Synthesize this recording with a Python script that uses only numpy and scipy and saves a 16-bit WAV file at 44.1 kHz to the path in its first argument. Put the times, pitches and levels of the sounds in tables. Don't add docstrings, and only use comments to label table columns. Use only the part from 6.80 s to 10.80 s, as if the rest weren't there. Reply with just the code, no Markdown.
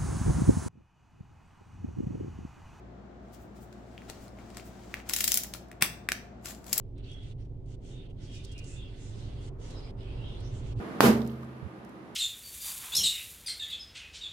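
import sys
import numpy as np
from scipy import signal
from scipy.fft import rfft, irfft
from scipy.io import wavfile

SR = 44100
rng = np.random.default_rng(int(sys.argv[2]) if len(sys.argv) > 2 else 0)


def master(y):
    cut = np.clip(np.atleast_2d(y).T, -1, 1)
    pcm = np.round(cut * 32767)
    wavfile.write(sys.argv[1], SR, pcm.astype(np.int16))


N = 176400


# (start [s], end [s], fade-in [s], relative level at start [dB], relative level at end [dB])
SLIDES = [(0.146, 0.212, .03, -75, -66), (0.207, 0.532, 0.046, -66.5, -65),
          (0.576, 0.638, 0.031, -66, -73.5), (0.643, 0.669, .01, -74, -78),
          (0.843, 0.955, 0.066, -74, -67.5), (1.004, 1.275, 0.062, -66.5, -66.5),
          (1.276, 1.32, 0.011, -80, -70), (1.351, 2.695, 0.074, -64.5, -62.5),
          (2.781, 3.113, 0.065, -60, -63), (3.163, 3.934, 0.046, -62.5, -61.5),
          (3.952, 4.058, 0.047, -62, -61)]
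def strokes():
    t, contact, strength = clock(), 0, 0
    stop_s = 0.014
    for start, end, attack, first_db, last_db in SLIDES:
        fade_in = np.clip((t - start) / attack, 0, 1) ** 0.89
        touch = fade_in * np.clip((end - t) / stop_s + .5, 0, 1)
        contact = contact + touch
        strength = strength + touch * undb(np.interp(t, [start, end], [first_db, last_db]))
    return np.minimum(contact, 1), strength


# (frequency [Hz], relative level [dB])
RUB_TONE = [(500, 1), (900, -4.5), (1200, -3.5), (1700, -3), (2300, -1), (3200, 2), (4200, -3),
            (5200, -9.5), (7000, -17), (9000, -14.5), (10500, -28), (12000, -31.5), (15500, -42.5)]
RUB_BAND_EDGES = [0, 1500, 2200, 2800, 3400, 4100, 4900, 5800, 7000, 8500, 23000]
# (time [s], gain [dB])
RUB_BRIGHTNESS = [(0, -14), (.55, 1.5), (.95, 3.5), (1.25, -3.5), (1.45, -0.5), (2.1, 0.5), (2.4, 0.5),
                  (2.85, 3), (3.05, 0.5), (3.35, -2.5), (3.6, 2), (3.8, -3), (4, 7)]
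def rub():
    f, rubbing = bins(), 0
    flicker_db, flicker_hz, treble_hz = 1.5, 24, 4500
    spectrum = rfft(shaped(grains(), undb(over_hz(RUB_TONE))))
    for low, high in zip(RUB_BAND_EDGES, RUB_BAND_EDGES[1:]):
        band = irfft(spectrum * (f >= low) * (f < high), N)
        rubbing = rubbing + band * undb(flicker_db * wobble(flicker_hz))
    body = irfft(rfft(rubbing) / (1 + (f / treble_hz) ** 20), N)
    treble = (rubbing - body) * undb(over_time(RUB_BRIGHTNESS)[0])
    flutter = undb(0.1 * wobble(rate_hz=54))
    return (body + treble) * flutter * pan(db=-2.5)


# (middle [s], length [s], pitch [Hz], band width [Hz], relative level [dB])
SQUEAK_NOTES = [(.195, .05, 3660, 600, -75.5), (0.243, 0.0086, 4000, 895, -61.5),
                (0.267, 0.044, 4420, 500, -72), (0.288, 0.083, 2864, 500, -65),
                (.305, 0.038, 3580, 250, -66.5), (0.312, 0.081, 5810, 200, -78),
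                (0.324, .05, 3315, 110, -59), (0.382, 0.0598, 3310, 100, -64),
                (0.436, 0.061, 3250, 600, -66), (0.628, .04, 5600, 900, -80.5),
                (1.18, 0.078, 3640, 150, -66.5), (1.189, .16, 3040, 806, -69),
                (1.308, 0.027, 2983, 600, -72), (1.535, .07, 3270, 150, -64.5),
                (1.571, 0.079, 2890, 250, -63.5), (1.578, .07, 2510, 200, -66),
                (1.598, 0.095, 3680, 220, -65.5), (1.72, 0.059, 3210, 150, -64.5),
                (1.792, 0.046, 2455, 130, -62.5), (1.799, 0.095, 2800, 129, -62),
                (1.952, .08, 2596, 150, -65.5), (2.004, 0.057, 3520, 260, -60.5),
                (2.045, 0.054, 3320, 220, -61), (2.027, .08, 2780, 128, -65),
                (2.436, 0.07, 3950, 600, -67.5), (2.949, 0.077, 4000, 400, -66.5),
                (2.981, .032, 5080, 240, -63.5), (3.038, 0.049, 4160, 600, -69),
                (3.061, 0.056, 4990, 169, -66.5), (3.077, 0.049, 2330, 179, -68.5),
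                (3.194, .05, 5020, 500, -73.5), (3.223, 0.055, 2880, 200, -70.5),
                (3.294, 0.064, 2590, 200, -65.5), (3.308, 0.078, 3190, 450, -68.5),
                (3.363, .12, 4950, 500, -78), (3.409, 0.051, 2774, 129, -63),
                (3.469, 0.045, 3210, 280, -58.5), (3.48, 0.058, 3780, 200, -65),
                (3.496, 0.09, 2875, 300, -62.5), (3.54, .05, 3410, 320, -59.5),
                (3.601, 0.052, 3990, 700, -67.5), (3.657, 0.044, 5340, 700, -69.5),
                (3.677, 0.056, 6060, 800, -69)]
def squeaks():
    out = 0
    wavering_time = np.cumsum(1 + 0.00392 * wobble(rate_hz=25.1)) / SR
    for middle, length, hz, width, db in SQUEAK_NOTES:
        near = abs(clock() - middle) < 2 * length
        smoothing = signal.butter(2, width / 2, fs=SR, output="sos")
        slips = unit(signal.sosfilt(smoothing, rng.standard_normal((4, SR))))
        cos_part, sin_part = slips[:, SR - near.sum():].reshape(2, 2, -1)
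        phase = 2 * np.pi * hz * wavering_time[near]
        ring = np.zeros((2, N))
        ring[:, near] = cos_part * np.cos(phase) + sin_part * np.sin(phase)
        out = out + ring * swell(middle, length) * undb(db)
    flutter_db = -0.5 * wobble(rate_hz=70)
    return out * undb(flutter_db + 4.5) * pan(db=-2)


# (middle [s], length [s], centre [Hz], band width [share of centre], relative level [dB])
HISS_SWELLS = [(0.302, 0.077, 5800, 0.51, -75), (0.477, 0.068, 6300, 0.38, -74),
               (0.915, 0.076, 6560, 0.33, -73), (1.091, 0.092, 6400, 0.34, -68),
               (1.444, 0.052, 5280, 0.37, -65), (1.554, 0.052, 5100, 0.42, -60.5),
               (1.67, 0.07, 4570, 0.34, -67.5), (1.88, 0.041, 6500, 0.37, -64.5),
               (1.929, 0.079, 7230, .25, -61), (2.245, 0.073, 6700, .3, -64), (2.396, 0.13, 5300, .45, -67),
               (2.653, 0.049, 7000, 0.57, -67.5), (2.853, 0.13, 6100, 0.29, -63.5),
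               (3.767, 0.053, 6760, 0.29, -64.5), (3.878, 0.05, 6400, 0.29, -69)]
def hisses():
    f, slips, out = bins(), grains(), 0
    bottom_hz, top_hz = 3000, 9380
    edge_cut = (1 + (f / top_hz) ** 26) * (1 + (bottom_hz / f) ** 6)
    for middle, length, hz, width, db in HISS_SWELLS:
        off_centre_cut = 1 + ((f / hz - hz / f) / width) ** 2
        hiss = shaped(slips, 1 / np.sqrt(off_centre_cut * edge_cut))
        out = out + hiss * swell(middle, length) * undb(db + 3)
    return out * pan(db=-1.5)


# (start [s], length [s], relative level [dB])
SCRATCH_BURSTS = [(0.297, .005, -70), (0.314, 0.0073, -66), (0.327, 0.017, -70.5), (0.429, .014, -73.5),
                  (0.859, .006, -78), (1.547, 0.017, -63), (1.639, 0.0048, -60), (1.646, 0.0099, -54),
                  (1.715, 0.022, -63.5), (1.778, 0.0062, -57), (1.786, 0.013, -57.5), (1.84, 0.0089, -60),
                  (2.904, 0.013, -62), (3.229, .005, -70), (3.6, 0.015, -68.5)]
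# (frequency [Hz], relative level [dB])
TICK_TONE = [(1500, -37), (3500, -10), (4700, -3.5), (6000, -5), (7500, -8.5), (9200, -7.5), (11000, -27),
             (15500, -25)]
def scratches():
    force, rise_s = 0, 0.0023
    for start, length, db in SCRATCH_BURSTS:
        age = np.maximum(clock() - start, 0)
        force = force + undb(db + 6) * np.minimum(age / rise_s, 1) * np.exp(-(age / length) ** 2.5)
    noise = wall_echoes(rng.standard_normal((2, N)))
    return force * shaped(noise, undb(over_hz(TICK_TONE))) * pan(db=-5)


def sand():
    ticks_per_s, spread_db = 45, 7.5
    hits = rng.random(N) < ticks_per_s / SR
    sizes = undb(spread_db * np.minimum(rng.exponential(size=N), 3))
    return shaped(wall_echoes(hits * sizes), undb(over_hz(TICK_TONE))) * undb(-89)


# (frequency [Hz], relative level [dB])
RUSTLE_TONE = [(80, -38), (250, -20), (450, 8), (700, 1.5), (1000, -0.5), (1400, -8.5), (2500, -19.5),
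               (5000, -54)]
# (time [s], level [dB])
RUSTLE_LEVEL = [(0, -83.5), (1.3, -85), (2.15, -67), (2.45, -59), (2.75, -61), (2.97, -52), (3.15, -59.5),
                (3.4, -55), (4, -58.5)]
def dull_rustle():
    return shaped(grains(), undb(over_hz(RUSTLE_TONE))) * undb(over_time(RUSTLE_LEVEL)[0])


# (pitch [Hz], relative level at start [dB], relative level at end [dB], waver [share of pitch])
HUM_TONES = [(24.1, -49, -44, 0.012), (44, -50, -43.5, 0.0074), (99.67, -55, -53.5, 0.0193),
             (113.9, -63, -38, 0.0059), (269.6, -64.5, -58, 0.0077), (348.7, -69.5, -63, 0.00805),
             (380.7, -66.5, -55, 0.01174)]
def hum():
    growth, out = (np.arange(N) / N) ** 3.8, 0
    for hz, first_db, last_db, waver in HUM_TONES:
        pitch = hz * (1 + waver * wobble(rate_hz=3.92))
        tone = unit(np.sin(2 * np.pi * np.cumsum(pitch) / SR))
        out = out + tone * undb(first_db + (last_db - first_db) * growth)
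    return out


# (frequency [Hz], relative level [dB])
RUMBLE_TONE = [(15, -9), (34, -18.5), (47, -4), (57, 1.5), (70, -7.5), (85, -4), (102, 0), (130, -1.5),
               (152, -12), (220, -17), (280, -14), (325, -19.5), (385, -16), (460, -22), (560, -26.5),
               (800, -34), (1100, -44.5), (1500, -55), (3200, -55), (6000, -64.5), (10000, -71),
               (15500, -70)]
# (frequency [Hz], likeness [0 to 1])
RUMBLE_LIKENESS = [(30, .97), (110, .94), (300, .78), (600, .25), (1200, 0)]
# (time [s], gain of the bass [dB], gain of the rest [dB])
RUMBLE_SWELLS = [(0, -2.5, -1.5), (.25, -0.5, -1.5), (.8, 2, -1.5), (1.15, -7, 0.5), (1.7, -0.5, -0.5),
                 (2.2, -2.5, -1), (2.45, 4, 1.5), (2.95, -3, 1), (3.3, 2, 2.5), (3.9, 5, 2.5), (4, 7.5, 3)]
# (frequency [Hz], left minus right [dB])
ROOM_LEAN = [(30, -1.3), (70, -2), (125, -3.6), (270, .5), (600, -1)]
def room():
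    rumble_db, bass_top_hz = -42, 134
    opposite = np.array([[1], [-1]])
    likeness = over_hz(RUMBLE_LIKENESS)
    shared, side = rfft(rng.standard_normal((2, N)))
    spectrum = shared * np.sqrt(1 + likeness) + side * np.sqrt(1 - likeness) * opposite
    rumble = unit(irfft(spectrum * undb(over_hz(RUMBLE_TONE)), N)) * undb(rumble_db)
    bass = irfft(rfft(rumble) / (1 + (bins() / bass_top_hz) ** 6), N)
    bass_db, rest_db = over_time(RUMBLE_SWELLS)
    out = bass * undb(bass_db) + (rumble - bass) * undb(rest_db) + hum()
    return irfft(rfft(out) * undb(opposite * over_hz(ROOM_LEAN) / 2), N)


def wall_echoes(x, count=14, span_s=.011, echo_db=-5):
    echoes, gain = 0, undb(echo_db)
    for when, left, right in rng.random((count, 3)):
        delay_s = .001 + span_s * when + .00004 * np.array([[left], [right]])
        echoes = echoes + np.sign(left - .5) * np.exp(-2j * np.pi * bins() * delay_s)
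    return irfft(rfft(x) * (1 + gain * echoes / np.sqrt(count)), N) / np.sqrt(1 + gain ** 2)


def grains(slips_per_s=9000, spread_db=2):
    hits = rng.random((2, N)) < slips_per_s / SR
    signs = rng.choice([-1, 1], (2, N))
    return unit(hits * signs * undb(spread_db * rng.exponential(size=(2, N))))


def undb(db):
    return 10 ** (np.asarray(db) / 20)


def unit(x):
    return x / np.sqrt(np.mean(x ** 2))


def clock():
    return np.arange(N) / SR


def bins():
    return np.maximum(np.fft.rfftfreq(N, 1 / SR), 1)


def over_hz(points):
    hz, value = np.array(points).T
    return np.interp(np.log(bins()), np.log(hz), value)


def over_time(rows):
    times, *columns = np.array(rows).T
    return [np.interp(clock(), times, column) for column in columns]


def shaped(x, gain):
    return unit(irfft(rfft(x) * gain, N))


def pan(db):
    return undb(np.array([[db], [-db]]) / 2)


def wobble(rate_hz):
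    return shaped(rng.standard_normal(N), np.exp(-(bins() / rate_hz) ** 2))


def swell(middle, length):
    return 2 ** (-2 * np.minimum(((clock() - middle) / length) ** 2, 20))


def scene():
    contact, strength = strokes()
    rubbing = strength * undb(2.5) * wall_echoes(rub())
    contact_sounds = contact * (squeaks() + wall_echoes(hisses()) + sand())
    return rubbing + contact_sounds + scratches() + dull_rustle() + room()


def record(dry):
    fade_s, top_hz = .003, 15700
    fade = np.minimum(np.minimum(clock(), clock()[::-1]) / fade_s, 1)
    return signal.sosfilt(signal.ellip(10, .1, 70, top_hz, fs=SR, output="sos"), dry * fade)


dry = scene()
out = record(dry)
master(out)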